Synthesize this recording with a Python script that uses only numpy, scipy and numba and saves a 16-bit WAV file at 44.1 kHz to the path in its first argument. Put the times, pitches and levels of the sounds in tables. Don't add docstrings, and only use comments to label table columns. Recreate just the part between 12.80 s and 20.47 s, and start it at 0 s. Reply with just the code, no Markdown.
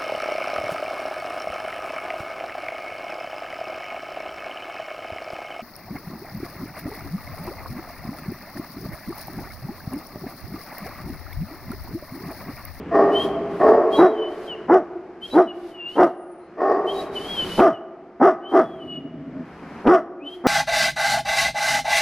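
import sys
import numpy as np
from scipy import signal
from scipy.fft import rfft, irfft, next_fast_len
from scipy.io import wavfile
from scipy.ndimage import uniform_filter1d, minimum_filter1d
from numba import njit

SR = 44100
rng = np.random.default_rng(int(sys.argv[2]) if len(sys.argv) > 2 else 0)


def unload_audio(sound):
    columns = np.transpose(np.atleast_2d(sound))
    steps = np.round(np.clip(columns, -1, 1) * 32767)
    wavfile.write(sys.argv[1], SR, steps.astype(np.int16))


N = 338247
TIME = np.arange(N) / SR


def from_db(db):
    return 10 ** (np.asarray(db) / 20)


def rms_one(x):
    return x / np.sqrt(np.mean(x ** 2) + 1e-20)


def even(x, window_s=0.014):
    return x / np.sqrt(np.abs(uniform_filter1d(x ** 2, max(int(window_s * SR), 8))) + 1e-12)


def at_hz(points, hz):
    points = np.array(points)
    return np.interp(np.log(np.maximum(hz, 1)), np.log(points[:, 0]), points[:, 1])


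def in_time(points):
    return np.interp(TIME, *np.transpose(points))


def cut(x, hz, kind, order=2):
    return signal.sosfilt(signal.butter(order, hz, kind, fs=SR, output="sos"), x)


def add(track, start_s, sound):
    at = max(int(start_s * SR), 0)
    track[..., at:at + sound.shape[-1]] += sound[..., :max(N - at, 0)]


def fade(t, edge_s):
    return np.clip(np.minimum(t - t[0], t[-1] - t) / edge_s, 0, 1)


def drift(t, rate_hz):
    knots = rng.standard_normal(int((t[-1] - t[0]) * rate_hz) + 2)
    return np.interp((t - t[0]) * rate_hz, np.arange(len(knots)), knots)


def colour(x, spectrum, size=8192):
    gains = from_db(at_hz(spectrum, np.fft.rfftfreq(size, 1 / SR)))
    cepstrum = irfft(np.log(gains))
    cepstrum[1:size // 2] *= 2
    cepstrum[size // 2 + 1:] = 0
    response = irfft(np.exp(rfft(cepstrum)))[:size // 2]
    return signal.fftconvolve(x, response)[:len(x)]


def stereo_noise(spectrum, size=N):
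    # frequency_hz, likeness (0 to 1)
    likeness = [(100, 1), (1000, 0.99), (2500, 0.89), (5000, 0.22), (9000, 0.4), (14000, 0.96)]
    padded = next_fast_len(size, True)
    hz = np.fft.rfftfreq(padded, 1 / SR)
    mid, side = rfft(rng.standard_normal((2, padded)))
    alike = np.clip(at_hz(likeness, hz), 0, 0.999)
    both = np.sqrt(1 + alike) * mid + np.sqrt(1 - alike) * side * [[1], [-1]]
    return rms_one(irfft(both * from_db(at_hz(spectrum, hz)), padded)[:, :size])


@njit
def ring_filter(x, decay, angle):
    y = np.zeros(len(x))
    for i in range(2, len(x)):
        push = (1 - decay * decay) / 2 * (x[i] - x[i - 2])
        y[i] = push + 2 * decay * np.cos(angle[i]) * y[i - 1] - decay * decay * y[i - 2]
    return y


def resonances(x, modes):
    out = 0
    for hz, width_hz, db in modes:
        decay = np.exp(-np.pi * width_hz / SR)
        angle = 2 * np.pi * hz / SR * np.ones(len(x))
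        out = out + from_db(db) * ring_filter(ring_filter(x, decay, angle), decay, angle)
    return out


def vocal_folds(t, hz, rough, jitter=0.13, shimmer_db=7, air=1.0):
    cycles = np.cumsum(hz * np.exp(jitter * rough * drift(t, 350))) / SR
    strength = np.sqrt(SR / hz) * from_db(shimmer_db * rough * drift(t, 400))
    slaps = np.diff(np.floor(cycles), prepend=0) * strength
    phase = 2 * np.pi * cycles
    breath = air * rough * rng.standard_normal(len(t)) * (1 + np.cos(phase)) / np.sqrt(1.5)
    return slaps + breath, phase


def background(rumble_boost_db=5, rush_boost_db=11):
    # frequency_hz, level_db
    rumble_colour = [(12, -55), (25, -45), (45, -31), (70, -6), (110, -15), (170, -0.5), (300, -1.5),
                     (500, -10), (900, -28.5), (3000, -32.5), (6000, -69), (14000, -90)]
    rush_colour = [(300, -11.5), (700, -2.5), (1400, -6), (2200, -12), (3500, -28.5), (5000, -27.5),
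                   (8000, -42), (11000, -45.5), (14000, -66.5)]
    # time_s, level_db
    rumble_levels = [(0.0, -39), (0.81, -38.5), (1.43, -56), (1.9, -47.5), (2.03, -53.5), (3.48, -60.5),
                     (4.68, -41), (5.0, -60), (5.77, -59.5), (5.88, -47.5), (6.6, -48), (7.05, -45),
                     (7.24, -57.5), (7.67, -64)]
    rush_levels = [(0.0, -58), (0.25, -52), (1.75, -55), (2.11, -63), (3.16, -62.5), (3.27, -72),
                   (3.57, -67.5), (3.91, -59), (4.72, -48), (4.98, -68.5), (6.32, -66), (7.01, -51.5),
                   (7.22, -76.5), (7.67, -61)]
    rumble = from_db(in_time(rumble_levels) + rumble_boost_db) * stereo_noise(rumble_colour)
    rush = from_db(in_time(rush_levels) + rush_boost_db) * stereo_noise(rush_colour)
    return rumble + rush


def hall(x, delay_s, build_s, treble_db):
    # frequency_hz, decay_s
    decay_times = [(100, 0.33), (350, 2.12), (700, 1.87), (1300, 1.42), (3000, 0.66), (6000, .7),
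                   (14000, .35)]
    # pitch_hz, width_hz, extra_db
    hall_rings = [(342.4, 22, -2), (417, 13, 0)]
    t = np.arange(2 * SR) / SR
    hz = np.fft.rfftfreq(len(t), 1 / SR)
    echoes = rfft(stereo_noise([(1500, 0.0033), (6000, treble_db)], size=len(t)))
    echoes *= 1 + sum(from_db(db) / (1 + (2 * (hz - f) / width) ** 2) for f, width, db in hall_rings)
    echoes /= np.sqrt(np.mean(np.abs(echoes[:, hz < 1500]) ** 2) / len(t))
    build_up = 1 - np.exp(-np.maximum(t - delay_s, 0) / build_s)
    response = 0
    for band_hz, decay_s in decay_times:
        band = at_hz([(f, f == band_hz) for f, _ in decay_times], hz)
        shape = from_db(-60 * t / decay_s) * build_up
        response = response + irfft(echoes * band) * shape / np.sqrt(np.sum(shape ** 2))
    return signal.fftconvolve(x[None], response, axes=1)[:, :N]


def far_dog(sag=0.33, swell=1.1, tone_db=-13, ring_db=-3, closing_db=4, judder_db=3,
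            mouth_hz=662, mouth_width_hz=12):
    # start_s, length_s, level_db, top_pitch_hz, roughness (0 to 1), treble_db, mouth_ring_db
    barks = [(.107, 0.16, -13, 410.8, .5, -1.5, -4.5), (0.79, 0.17, -11.5, 440.1, 0.5, -3, -12),
             (3.763, .235, -19, 399.3, .34, -0.5, -11.5)]
    # frequency_hz, level_db
    voice_colour = [(120, -43), (220, -16), (310, -1.5), (430, -10), (550, -1), (670, 3.5), (870, -13.5),
                    (1100, -7), (1450, -25), (1900, -27.5), (2500, -49.5), (3800, -60), (4900, -45.5),
                    (7500, -70.5), (13000, -70.5)]
    # centre_hz, width_hz, level_db
    voice_rings = [(438, 77, -2.5), (1090, 41, -4), (1851, 120, -20.5)]
    out = np.zeros(N)
    for start_s, length_s, db, top_hz, rough, treble_db, mouth_db in barks:
        t = np.arange(0, length_s, 1 / SR)
        effort = np.abs(np.sin(np.pi * t / length_s))
        source, phase = vocal_folds(t, top_hz * (1 - sag * (1 - effort)), rough, shimmer_db=9, air=2.4)
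        voice = even(colour(source, voice_colour))
        voice += from_db(ring_db) * even(resonances(source, voice_rings))
        voice += from_db(mouth_db) * even(resonances(source, [(mouth_hz, mouth_width_hz, 0)]))
        brightness = from_db(treble_db + closing_db * (0.5 - t / length_s))
        voice = even(voice + (brightness - 1) * cut(voice, 790, "high", order=1))
        tone = from_db(tone_db) * np.sqrt(2) * np.cos(phase)
        add(out, start_s, (voice + tone) * from_db(db + judder_db * drift(t, 160)) * effort ** swell)
    return out


def grumble(pulse_hz=83, wander=0.094, throb_db=2):
    # start_s, length_s, start_db, end_db
    growl = (6, 0.66, -44, -29.5)
    # centre_hz, width_hz, level_db
    closed_throat = [(147.3, 46, -4.5), (261.3, 61, 0.5), (638, 41, -11.5)]
    start_s, length_s, start_db, end_db = growl
    out = np.zeros(N)
    t = np.arange(0, length_s, 1 / SR)
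    source, _ = vocal_folds(t, pulse_hz * np.exp(wander * drift(t, 33)), rough=0.512)
    voice = cut(resonances(source, closed_throat), 1300, "low", order=4)
    level_db = np.linspace(start_db, end_db, len(t)) + throb_db * drift(t, 9.9)
    add(out, start_s, even(voice, window_s=0.13) * from_db(level_db) * fade(t, 0.046))
    return out


def whimpers(octave_db=-13):
    # start_s, length_s, start_pitch_hz, end_pitch_hz, level_db
    hums = [(2.149, 0.034, 353, 347, -31), (2.754, 0.16, 357, 346, -38), (4.596, 0.13, 348.6, 392, -36.5),
            (7.412, 0.073, 279, 294, -36), (7.52, 0.15, 386, 324, -39)]
    out = np.zeros(N)
    for start_s, length_s, start_hz, end_hz, db in hums:
        t = np.arange(0, length_s, 1 / SR)
        _, phase = vocal_folds(t, np.geomspace(start_hz, end_hz, len(t)), rough=0.12)
        hum = np.sin(phase) + from_db(octave_db) * np.sin(2 * phase)
        add(out, start_s, from_db(db) * np.sqrt(2) * np.sin(np.pi * t / length_s) * hum)
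    return out


def nose_air(swell_db=9.5, attack_s=0.04, release_s=0.041):
    # start_s, swell_length_s, peak_db
    breaths = [(0.295, 0.15, -41), (0.677, 0.22, -49), (1.092, 0.096, -39.5), (1.459, 0.21, -51),
               (2.402, 0.16, -44.5), (2.72, 0.18, -53.5), (3.052, 0.18, -47.5), (4.045, 0.17, -42),
               (4.312, 0.48, -36.5), (5.668, 0.13, -51.5), (5.85, 0.31, -63.5), (6.625, 0.55, -59.5),
               (7.43, .12, -54.5)]
    # frequency_hz, level_db
    hiss_colour = [(600, 5), (1200, -16), (2200, -3), (3600, -3), (4500, -3.5), (6000, -10.5),
                   (8000, -15.5), (10500, -12), (12000, -16), (14500, -26.5)]
    flow = np.zeros(N)
    for start_s, length_s, db in breaths:
        t = np.arange(0, length_s + 10 * release_s, 1 / SR)
        shape = np.minimum(t / attack_s, 1) * np.exp(-np.maximum(t - length_s, 0) / release_s)
        add(flow, start_s, shape * from_db(db + swell_db * np.minimum(t / length_s - 1, 0)))
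    return flow * stereo_noise(hiss_colour)


def nose_whistles(waver=0.007, flutter_db=3, swell=2.42, airy_swell=1.4):
    # start_s, length_s, start_pitch_hz, end_pitch_hz, mid_bend_hz, level_db
    glides = [(.325, 0.13, 2970, 3257, 23.5, -27), (1.118, 0.061, 3176, 3320, -2, -30),
              (1.152, .07, 3860, 3880, 17.5, -39), (1.208, 0.14, 3910, 3830, -5, -60),
              (1.331, 0.21, 3154, 3130, -130, -40.5), (1.676, 0.075, 3210, 2730, 10, -33.5),
              (2.418, 0.055, 3040, 3274, 0.5, -34), (2.5, 0.052, 3900, 4020, -19.5, -41),
              (2.669, 0.063, 2990, 2890, -45, -38), (2.934, 0.24, 2990, 3190, -300, -35.5),
              (3.26, 0.43, 9450, 9430, -34, -68), (3.578, 0.16, 4120, 4150, -7, -75),
              (4.069, 0.062, 3040, 3234, 0, -31), (4.138, 0.095, 3860, 3880, -12, -41),
              (4.354, 0.038, 3090, 2957, -16, -26), (4.381, .115, 2975, 3280, -20, -39.5),
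              (4.476, 0.088, 3240, 3270, 33, -31.5), (4.554, 0.1, 3224, 2960, -21, -24),
              (4.673, 0.15, 2920, 3160, -48.5, -36), (4.923, 0.068, 3000, 2850, 5, -45),
              (5.623, 0.12, 2930, 3205, 24.5, -44), (5.778, 0.25, 3310, 3030, 172, -57),
              (5.988, 0.074, 3060, 2890, -4, -47.5), (6.056, 0.16, 2948, 2884, -20, -37.5),
              (7.398, 0.053, 2370, 2700, 0, -50.5), (7.441, 0.07, 2930, 3170, 7, -35.5),
              (7.508, 0.051, 3160, 3270, 2, -38.5)]
    # pitch_ratio, width_hz, level_db
    airy_tones = [(1, 230, -16.5), (.86, 130, -26), (1.2, 130, -31.5)]
    out = np.zeros(N)
    for start_s, length_s, start_hz, end_hz, bend_hz, db in glides:
        t = np.arange(-length_s / 4, length_s * 5 / 4, 1 / SR)
        off_centre = (2 * t / length_s - 1) ** 2
        hz = start_hz + (end_hz - start_hz) * t / length_s + bend_hz * (1 - off_centre)
        phase = 2 * np.pi * np.cumsum(hz * (1 + waver * drift(t, 300))) / SR
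        shape = from_db(flutter_db * drift(t, 90)) * np.exp(-swell * off_centre ** 1.41)
        whistle = np.sqrt(2) * shape * np.sin(phase)
        for ratio, width_hz, airy_db in airy_tones:
            air = rms_one(resonances(rng.standard_normal(len(t)), [(hz * ratio, width_hz, 0)]))
            whistle += from_db(airy_db) * air * np.exp(-airy_swell * off_centre)
        add(out, start_s + t[0], from_db(db) * whistle * fade(t, 0.01))
    return out


def lip_puffs(gust_s=0.019, gust_top_hz=130, snap_s=0.006, snap_hz=2500, snap_width_hz=1000):
    # time_s, gust_db, snap_db
    puffs = [(1.21, -45, -53), (3.207, -43, -56), (4.8, -32.5, -32), (7.077, -31, -31.5)]
    gust_shape = sum(from_db(db) * np.exp(-((TIME - s) / gust_s) ** 2) for s, db, _ in puffs)
    snap_shape = sum(from_db(db) * np.exp(-((TIME - s) / snap_s) ** 2) for s, _, db in puffs)
    low_noise = cut(rng.standard_normal(N), gust_top_hz, "low")
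    thud = even(cut(low_noise, 8.6, "high"), window_s=0.024)
    snap = rms_one(resonances(rng.standard_normal(N), [(snap_hz, snap_width_hz, 0)]))
    return gust_shape * thud + snap_shape * snap


def near_dog():
    # full_voice_s, attack_s, hold_s, top_s, rise_width_s, top_pitch_hz, level_db, bite_db,
    # roughness (0 to 1), tone_offset_db, mouth_ring_db
    barks = [(1.189, .016, 0.061, .064, .125, 377, -6.5, -21, 0.5, 4.5, 1),
             (1.903, 0.021, 0.06, .056, .115, 377.5, -9, -24.5, 0.43, 1, 2),
             (2.566, 0.04, 0.039, 0.04, .11, 368, -8.5, -23, 0.6, 4.5, 1.5),
             (3.192, 0.038, 0.049, 0.027, .085, 386.2, -9.5, -21.5, .62, -10, -7.5),
             (4.792, .022, 0.087, .047, .06, 397, -10.5, -20.5, .52, 3, 6),
             (5.418, 0.021, 0.066, .056, .1, 383.7, -8.5, -18, 0.59, 3.5, 6.5),
             (5.748, .036, 0.05, 0.021, .09, 382, -10.5, -21, 0.81, 2.5, 1.5),
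             (7.07, 0.027, 0.086, 0.077, .12, 379.4, -10, -20, .62, 7, 10.5),
             (7.667, 0.029, 0.049, 0.055, .11, 364.7, -9, -12.5, 0.75, 4.5, -19)]
    # centre_hz, width_hz, level_db
    throat = [(1211, 149, 11.5), (1401, 86, 0.5), (1730, 62, -4.5), (1976, 61, -3)]
    # frequency_hz, level_db
    rasp_colour = [(1500, -1.5), (2400, 1.5), (3200, -3.5), (4200, -18.5), (5300, -4), (6500, -20),
                   (8500, -23), (11000, -24.5), (14500, -36.5)]
    attack_db, droop_db_per_s, release_db_per_s, release_s = 23, 17, 365, 0.077
    bite_lag_s, bite_attack_db, bite_release_db_per_s = 0.011, 30, 377.5
    fall_width_s, slack_roughness = 0.088, 1.3
    jaw_lead_s, jaw_close_s, open_damping_db = 0.02345, 0.0091, 27.5
    open_hz, shut_hz, mouth_width_hz, ring_width_hz = 812, 650.6, 260, 45
    chest_hz, chest_width_hz = 340, 230
    teeth_hz, teeth_width_hz, teeth_db = 5400, 640, -20
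    mouth_db, hoarse_db, tone_db, rasp_db, crackle_db = -1, -6, -5, -22, 4
    out = np.zeros(N)
    for at_s, attack_s, hold_s, top_s, rise_s, top_hz, db, bite_db, rough, offset_db, ring_db in barks:
        t = np.arange(-attack_s, hold_s + release_s, 1 / SR)
        released_s = np.maximum(t - hold_s, 0)
        level_db = db + attack_db * np.minimum(t / attack_s, 0)
        level_db -= droop_db_per_s * np.maximum(t, 0) + release_db_per_s * released_s
        treble_db = bite_db + bite_attack_db * np.minimum((t - bite_lag_s) / (attack_s + bite_lag_s), 0)
        treble_db -= bite_release_db_per_s * released_s
        arch = np.exp(-((t - top_s) / np.where(t < top_s, rise_s, fall_width_s)) ** 2)
        harsher = 1 + slack_roughness * (1 - arch) * (t < top_s)
        source, phase = vocal_folds(t, top_hz * arch, rough * harsher)
        opening = 1 / (1 + np.exp((t - top_s + jaw_lead_s) / jaw_close_s))
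        mouth_hz = shut_hz + (open_hz - shut_hz) * opening
        body = resonances(source, [(chest_hz, chest_width_hz, 0), (mouth_hz, mouth_width_hz, mouth_db)])
        ring = even(resonances(source, [(mouth_hz, ring_width_hz, 0)]))
        ring *= from_db(ring_db - open_damping_db * opening)
        flaps, _ = vocal_folds(t, top_hz * arch / 2, rough=0.852)
        hoarse = from_db(hoarse_db) * harsher * even(cut(cut(flaps, 420, "high"), 565, "low", order=4))
        tone = from_db(tone_db + offset_db) * np.sqrt(2) * np.cos(phase)
        low_voice = even(even(body) + ring + hoarse + tone) * from_db(level_db)
        bite = even(resonances(source, throat)) * from_db(treble_db)
        voice = cut(low_voice + bite, 2150, "low", order=8)
        air = source + rng.standard_normal(len(t))
        teeth = from_db(teeth_db) * (1 - opening) * even(resonances(air, [(teeth_hz, teeth_width_hz, 0)]))
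        rasp = even(colour(air, rasp_colour)) + teeth
        rasp *= from_db(treble_db + rasp_db + crackle_db * drift(t, 300))
        add(out, at_s - attack_s, -(voice + rasp) * fade(t, 0.0017))
    return cut(out, 125, "high", order=4)


def scene():
    # frequency_hz, left_minus_right_db
    port_balance = [(60, -0.5), (93, -0.5), (150, 0.5), (230, 0.5), (350, 0.0), (550, 0.0), (860, 0.0),
                    (1330, 1.0), (2070, 1.5), (3230, 2.0)]
    whistles = nose_whistles()
    near = near_dog() + whimpers() + grumble()
    far = far_dog()
    into_hall = near + from_db(6.5) * whistles
    near_echo = from_db(-19) * hall(into_hall, delay_s=0.0065, build_s=0.011, treble_db=-2.5)
    far_echo = from_db(0.33) * hall(far, delay_s=0.0011, build_s=0.004, treble_db=1.5)
    stereo_whistles = np.array([whistles, np.roll(whistles, 1)])
    hiss = nose_air() * from_db([[-1.5], [1.5]])
    mix = near + near_echo + from_db(0.5) * far + far_echo
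    mix += stereo_whistles + hiss + lip_puffs() + background()
    left = colour(mix[0], [(hz, db / 2) for hz, db in port_balance])
    right = colour(mix[1], [(hz, -db / 2) for hz, db in port_balance])
    return np.array([left, right])


def record(dry, ceiling=0.84, smooth_samples=441, cutoff_hz=14700):
    gain = np.minimum(1, ceiling / (np.abs(dry).max(axis=0) + 1e-9))
    gain = minimum_filter1d(gain, 2 * smooth_samples)
    gain = uniform_filter1d(uniform_filter1d(gain, smooth_samples), smooth_samples)
    return signal.sosfilt(signal.ellip(10, 0.1, 80, cutoff_hz, fs=SR, output="sos"), dry * gain)


dry = scene()
out = record(dry)
unload_audio(out)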